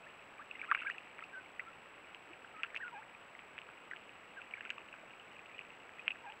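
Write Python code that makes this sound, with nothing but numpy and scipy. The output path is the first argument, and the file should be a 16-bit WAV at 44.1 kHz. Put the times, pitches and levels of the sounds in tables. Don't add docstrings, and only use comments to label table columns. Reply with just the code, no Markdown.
import sys
import numpy as np
from scipy import signal
from scipy.fft import rfft, irfft
from scipy.io import wavfile
from scipy.ndimage import uniform_filter1d

SR = 44100
rng = np.random.default_rng(int(sys.argv[2]) if len(sys.argv) > 2 else 0)


def output_pcm(signal):
    pcm = np.clip(np.atleast_2d(signal).T, -1, 1) * 32767
    wavfile.write(sys.argv[1], SR, np.round(pcm).astype(np.int16))


N = 282240


def undb(db):
    return 10 ** (np.asarray(db) / 20)


def add(out, start_s, x):
    i = int(start_s * SR)
    out[i:i + len(x)] += x[:max(len(out) - i, 0)]


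def band(x, hz, width_hz):
    return signal.lfilter(*signal.iirpeak(hz, hz / width_hz, SR), x)


def double_band(x, hz, width_hz):
    return band(band(x, hz, width_hz), hz, width_hz)


def unit(x):
    return x / np.abs(x).max()


def coloured(points):
    hz, db = np.transpose(points)
    f = np.arange(N // 2 + 1) * SR / N
    gain = undb(np.interp(np.log(f + 1), np.log(hz), db))
    x = irfft(rfft(rng.standard_normal(N)) * gain, N)
    return x / x.std()


def woods():
    # pitch_hz [Hz], relative_level_db [dB per Hz]
    murmur_spectrum = [(25, -16), (120, -6), (489, 0.5), (1350, 0.5), (2010, -4), (2580, -3), (2900, -6.5),
                       (3600, -17.5), (4680, -27), (6000, -32), (8000, -47)]
    return undb(-57.5) * coloured(murmur_spectrum)


def whine():
    whine_hz, flip_hz, flip_start_s = 7796.23, 29.7561, .0052
    t = np.arange(N) / SR
    strong = ((t - flip_start_s) * flip_hz) % 1 < .5
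    phase = 2 * np.pi * whine_hz * t
    tone = np.where(strong, undb(-73.0) * np.cos(phase), undb(-77.5) * np.cos(phase + 2.5))
    octave = undb(-93.0) * np.cos(2 * phase)
    ticks = double_band(np.diff(1. * strong, prepend=0), 3300, 2200)
    fuzz = band(rng.standard_normal(N), whine_hz, 200)
    return tone + octave + undb(-60.5) * unit(ticks) + undb(-97) * fuzz / fuzz.std()


def smack(db, hz, t60_ms, glide=0.076, rough=0.15, crack=0.23, crack_s=.0004):
    t = np.arange(int(.045 * SR)) / SR - .005
    rise_ms = 0.88 * (t60_ms / 10) ** 0.52 * (hz / 2000) ** -0.33
    rise_ms = rise_ms * np.exp(-.012 * (db + 37.5))
    rise_s = np.clip(rise_ms, .3, 4) / 1000
    t60_s = np.clip(t60_ms, 3, 40) / 1000
    swell, fade = np.exp(-(t / rise_s) ** 2), np.exp(-np.log(1000) * t / t60_s)
    shape = np.where(t < 0, swell, fade)
    tone = np.cos(2 * np.pi * (hz * (t + glide * t ** 2 / t60_s) + rng.random()))
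    grit = double_band(rng.standard_normal(len(t)), hz, 1200)
    snap = band(rng.standard_normal(len(t)), 2200, 2400) * np.exp(-np.abs(t + rise_s / 2) / crack_s)
    return undb(db) * (shape * (tone + rough * grit / grit.std()) + crack * unit(snap))


def droplets():
    # [dB, least peak before filtering]
    stirring = [(0, -57), (.5, -62), (.62, -49), (.7, -50), (.8, -45.5), (.95, -52.5), (1.05, -56.5),
                (1.21, -58.5), (1.32, -59.5), (2.5, -58.5), (2.7, -55), (2.9, -60.5), (4.4, -58.5),
                (4.65, -52.5), (4.9, -58), (5.9, -59), (6.1, -55.5), (6.4, -65)]
    out = np.zeros(N)
    time_s, level_db = np.transpose(stirring)
    for when, size, pitch, ring in rng.random((2000, 4)):
        start_s = when * N / SR
        peak_db = np.interp(start_s, time_s, level_db) + 8 * size ** 3
        pitch_hz = 1300 + 1550 * pitch ** .4
        add(out, start_s, smack(peak_db, pitch_hz, 4 + 9 * ring))
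    return out


def gulps(glide=0.094):
    # middle_s [s], level_db [dB, peak before the box], pitch_hz [Hz], half_length_ms [ms]
    gulp_list = [(0.069, -51.5, 1760, 7.4), (.5965, -41, 2480, 3.3), (0.7208, -21, 1220, 2.7),
                 (0.9106, -36.5, 2600, 2.3), (1.24, -41, 2630, 2.6), (1.6033, -38, 2200, 1.7),
                 (2.312, -55.5, 337, 12), (4.6596, -45, 1420, 4), (4.9286, -42, 2600, 2.4),
                 (5.0368, -50, 620, 4), (5.6114, -43, 2660, 2.2), (6.3389, -51, 880, 3.4)]
    out = np.zeros(N)
    for middle_s, db, hz, half_ms in gulp_list:
        half_s = half_ms / 1000
        t = np.arange(-3 * half_s, 3 * half_s, 1 / SR)
        tone = np.cos(2 * np.pi * (hz * (t + glide * t ** 2 / half_s / 2) + rng.random()))
        add(out, middle_s + t[0], undb(db) * np.exp(-(t / half_s) ** 2) * tone)
    return out


def smacks():
    # [ms to fade 60 dB, held within 3 to 40]
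    smack_list = [(0.383, -43.5, 2370, 15), (0.3972, -44, 1180, 15), (.5125, -34, 2630, 15),
                  (.5537, -42.5, 2070, 47), (.5568, -44, 2720, 23), (.5918, -43.5, 1700, 10),
                  (0.6162, -31, 2280, 16), (.6307, -41, 1530, 18), (.64, -39, 1670, 11),
                  (0.6452, -38, 1490, 5), (.646, -42, 2480, 25), (.6524, -40, 2040, 6),
                  (0.703, -43, 2510, 19),  (0.7145, -14.5, 1580, 6.7), (0.717, -33, 2580, 11),
                  (.7268, -28.5, 1480, 11), (.7273, -39, 2310, 10), (0.734, -41.5, 2210, 10),
                  (0.7485, -21, 1550, 5.8), (.7487, -23.5, 2280, 15), (0.7508, -32.5, 2690, 25),
                  (0.7557, -33.5, 1370, 7.5), (.7562, -35, 2290, 9.1), (.7684, -40, 1150, 8.4),
                  (.7912, -44, 2480, 12), (0.817, -40, 1400, 8.9), (0.7755, -37.5, 1600, 23),
                  (0.802, -40, 2670, 13), (.808, -32, 2320, 5), (.8209, -43, 2640, 34),
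                  (0.8213, -35, 1400, 16), (0.8331, -37, 1640, 9), (0.8701, -32, 2250, 16),
                  (0.9003, -26.5, 1860, 13), (.9175, -39, 2750, 6.6), (.9827, -34, 2560, 11),
                  (1.1847, -39, 2300, 4), (1.1905, -42, 2290, 6), (1.1959, -40, 1860, 6),
                  (1.1909, -38.5, 1380, 6.7), (1.207, -41, 2550, 5.4), (1.2247, -38.5, 1290, 20),
                  (1.2265, -43, 2100, 12), (1.4607, -45.5, 2240, 12), (1.5962, -35, 2540, 12),
                  (1.596, -28, 1954, 12), (2.1473, -34, 2700, 3.2), (2.334, -42.5, 2600, 11),
                  (2.4473, -40.5, 1470, 8.2), (2.5668, -43, 2410, 11), (2.6338, -21, 2560, 5.1),
                  (2.6378, -34, 1490, 8.6), (2.6386, -31, 2660, 6), (2.6428, -38, 1350, 21),
                  (2.6476, -34, 2580, 3.6), (2.6474, -39, 1630, 16), (2.6654, -46, 2630, 12),
                  (2.777, -44, 2670, 9), (2.7042, -39, 2150, 5.4), (2.7461, -31.5, 1820, 5),
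                  (2.755, -36.4, 2540, 12), (2.763, -23, 2380, 3.5), (2.769, -38, 2670, 10),
                  (2.773, -33, 2580, 7.3), (2.8806, -34.5, 2360, 3.5), (3.1498, -42, 2410, 15),
                  (3.3515, -41.5, 2040, 9.7), (3.3923, -35, 2250, 2.3), (3.5805, -37.5, 2500, 8.6),
                  (3.5803, -34.5, 1720, 3.3), (3.5881, -28.5, 2720, 2.7), (3.617, -41, 2600, 5),
                  (3.6902, -40, 1390, 4.6), (3.913, -33.5, 1900, 15), (3.9204, -39, 1460, 14),
                  (3.935, -33.5, 1640, 11.5), (3.9692, -40, 2450, 4.1), (3.9626, -36.5, 2670, 3.8),
                  (4.0937, -40.5, 2530, 5.1), (4.4175, -37, 2600, 9), (4.5385, -30, 2270, 16),
                  (4.5539, -42.5, 1810, 11), (4.572, -41, 2150, 13), (4.6084, -35.5, 1710, 8.3),
                  (4.6087, -37.5, 2690, 13), (4.6524, -30.5, 2390, 1.2), (4.672, -42.3, 2400, 10),
                  (4.694, -35, 2350, 5), (4.7036, -23.5, 2700, 5.9), (4.7068, -33.5, 1610, 10),
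                  (4.709, -32, 2660, 4.2), (4.337, -44, 2510, 6), (4.8177, -43, 2520, 3.9),
                  (4.781, -39, 1140, 12), (4.7828, -36.5, 2640, 8.3), (4.9403, -38.5, 1500, 6.5),
                  (5.1073, -43.5, 2720, 11), (5.1366, -42.5, 2400, 6.7), (5.1984, -43.5, 2870, 12),
                  (5.366, -45.5, 2520, 19), (5.5467, -42.5, 2440, 23), (5.651, -42.5, 2540, 6),
                  (5.393, -39, 2380, 4.4), (5.4598, -41.5, 2650, 6.1), (5.582, -42, 2860, 17),
                  (5.592, -32.5, 2480, 8.4), (5.7046, -40.5, 2620, 8), (5.8932, -37.5, 1950, 2.9),
                  (5.9853, -44, 1960, 10), (6.072, -42, 2440, 6), (5.995, -38.5, 2470, 33),
                  (6.06, -47, 2730, 22), (6.0802, -29, 1710, 3.6), (6.08, -16, 2585, 4.4),
                  (6.085, -40, 2620, 5.3), (6.1048, -32, 2420, 4), (6.1074, -26.5, 2650, 10),
                  (6.117, -34.5, 2560, 21), (6.148, -46, 2500, 10), (6.1703, -47.5, 2600, 10),
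                  (6.158, -41, 1800, 3.8), (6.301, -40, 2630, 9.5), (6.322, -37, 2880, 4.1)]
    out = np.zeros(N)
    for peak_s, db, hz, ring_ms in smack_list:
        add(out, peak_s - .005, smack(db, hz, ring_ms))
    return out


def water():
    thin = signal.butter(3, 855, "high", fs=SR, output="sos")
    box = signal.butter(7, 3320, fs=SR, output="sos")
    splashes = signal.sosfilt(thin, droplets() + smacks())
    return signal.sosfilt(box, splashes + gulps())


def sing(out, call):
    s, hz, *levels_db = np.transpose(call)
    t = np.arange(s[0], s[-1], 1 / SR)

    def smooth(curve):
        return uniform_filter1d(np.interp(t, s, curve), size=260, mode="nearest")

    phase = 2 * np.pi * np.cumsum(smooth(hz)) / SR
    tone = sum(undb(smooth(db)) * np.sin(k * phase) for k, db in enumerate(levels_db, start=1))
    flutter = band(double_band(rng.standard_normal(len(t)), 120, 240), 120, 240)
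    tone = tone * (1 + 0.15 * flutter / flutter.std())
    fade = np.clip(np.minimum(t - s[0], s[-1] - t) / 0.0011, 0, 1)
    add(out, s[0], np.sqrt(2) * tone * fade)


def peeps():
    # [dB, rms before flutter]
    peep_list = [
        [(.392, 1130, -51), (.406, 1250, -54), (.418, 1640, -53), (.432, 1810, -58)],
        [(.678, 1100, -54), (.685, 1240, -52), (.696, 1358, -46), (.714, 1460, -44)],
        [(.848, 1205, -48), (.856, 1420, -46), (.866, 1635, -38.5), (.875, 1647, -39.5), (.886, 1600, -41),
         (.9, 1210, -48)],
        [(1.32, 1380, -64), (1.33, 1564, -55), (1.343, 1617, -50), (1.36, 1490, -49), (1.38, 1545, -47.5),
         (1.395, 1496, -52), (1.41, 1420, -65)],
        [(1.602, 1570, -59), (1.618, 1367, -59), (1.635, 1260, -62)],
        [(1.655, 1275, -65), (1.683, 1366, -51), (1.693, 1320, -58), (1.7, 1280, -65)],
        [(2.54, 1340, -66), (2.55, 1277, -56), (2.57, 1226, -56.5), (2.6, 1320, -52), (2.612, 1310, -62)],
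        [(2.798, 1370, -59), (2.806, 1593, -45), (2.815, 1920, -46.5), (2.823, 1865, -47), (2.835, 1580, -42),
         (2.847, 1410, -47), (2.87, 1470, -46), (2.885, 1413, -47.5), (2.897, 1270, -57)],
        [(3.015, 1127, -62), (3.024, 1450, -54), (3.033, 2010, -55.5), (3.042, 2470, -70)],
        [(4.362, 1410, -63), (4.372, 1653, -48.5), (4.385, 1570, -49.5), (4.396, 1425, -49), (4.405, 1330, -62)],
        [(4.575, 1500, -55), (4.585, 1680, -54), (4.6, 1770, -68)],
    ]
    out = np.zeros(N)
    for call in peep_list:
        sing(out, call)
    return out


def spray(tail=0.22, tail_s=.002):
    # start_s [s], level_db [dB, spit peak before the high-pass],
    # mist_db [dB re the spit], fizz_db [dB re the spit]
    spit_list = [(.7125, -65, -18, -8), (.753, -65, -18, -8), (.817, -61, -6, -5), (.899, -50, -25, -7),
                 (.9815, -53, -15, -10), (1.239, -54, -24, -16), (1.516, -64, -12, -8),
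                 (2.1458, -56, -24, -11), (2.6333, -46.5, -36, -24), (2.7502, -47.5, -38, -18),
                 (2.772, -49, -26, -16), (3.587, -62, -25, -12), (4.7031, -41.5, -30, -10),
                 (5.3292, -62, -12, -11), (6.0806, -57, -31, -8), (6.105, -64, -24, -8)]
    out, t = np.zeros(N), np.arange(int(.02 * SR)) / SR
    for start_s, db, mist_db, fizz_db in spit_list:
        burst = (t == 0) + tail * rng.standard_normal(len(t)) * np.exp(-t / tail_s)
        spit = unit(double_band(burst, 3730, 1800))
        fizz = unit(double_band(burst, 5970, 2300))
        mist = unit(double_band(burst, 9800, 4000))
        add(out, start_s, undb(db) * (spit + undb(fizz_db) * fizz + undb(mist_db) * mist))
    return signal.sosfilt(signal.butter(2, 2800, "high", fs=SR, output="sos"), out)


def coo(start_s, length_s, db, bright_db):
    # share_of_length [0 to 1], pitch_hz [Hz], level_db [dB re the coo's level]
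    coo_shape = [(0, 885, -15), (.19, 994, -0.5), (.42, 804, 0), (.62, 804, 0.5), (.79, 890, -1.5),
                 (1, 884, -12)]
    share, hz, rel_db = np.transpose(coo_shape)
    first_db = db + rel_db
    above_hz = hz - 804
    second_db = first_db + bright_db - 4 - 0.1029 * above_hz
    third_db = first_db + bright_db - 7 - 0.0562 * above_hz
    return np.transpose([start_s + length_s * share, hz, first_db, second_db, third_db])


def coos():
    # start_s [s], length_s [s], level_db [dB, rms of the lowest tone],
    # brightness_db [dB added to the overtones]
    coo_list = [(2.911, .103, -50.5, -0.5), (6.234, .088, -51, -0.5)]
    out = np.zeros(N)
    for row in coo_list:
        sing(out, coo(*row))
    return out


def bank(x, t60=0.031, wet_db=-17):
    t = np.arange(int(.12 * SR)) / SR
    echo = rng.standard_normal(len(t)) * np.exp(-np.log(1000) * t / t60) * (t > .003)
    return x + undb(wet_db) * signal.fftconvolve(x, echo / np.linalg.norm(echo))[:N]


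def scene():
    near = water() + peeps() + coos() + spray()
    return (bank(near) + woods())[None]


def record(dry):
    hiss = undb(-87.5) * rng.standard_normal(N)
    top_cut = signal.ellip(12, .2, 60, 15720, fs=SR, output="sos")
    return signal.sosfilt(top_cut, dry + hiss + whine())


dry = scene()
out = record(dry)
output_pcm(out)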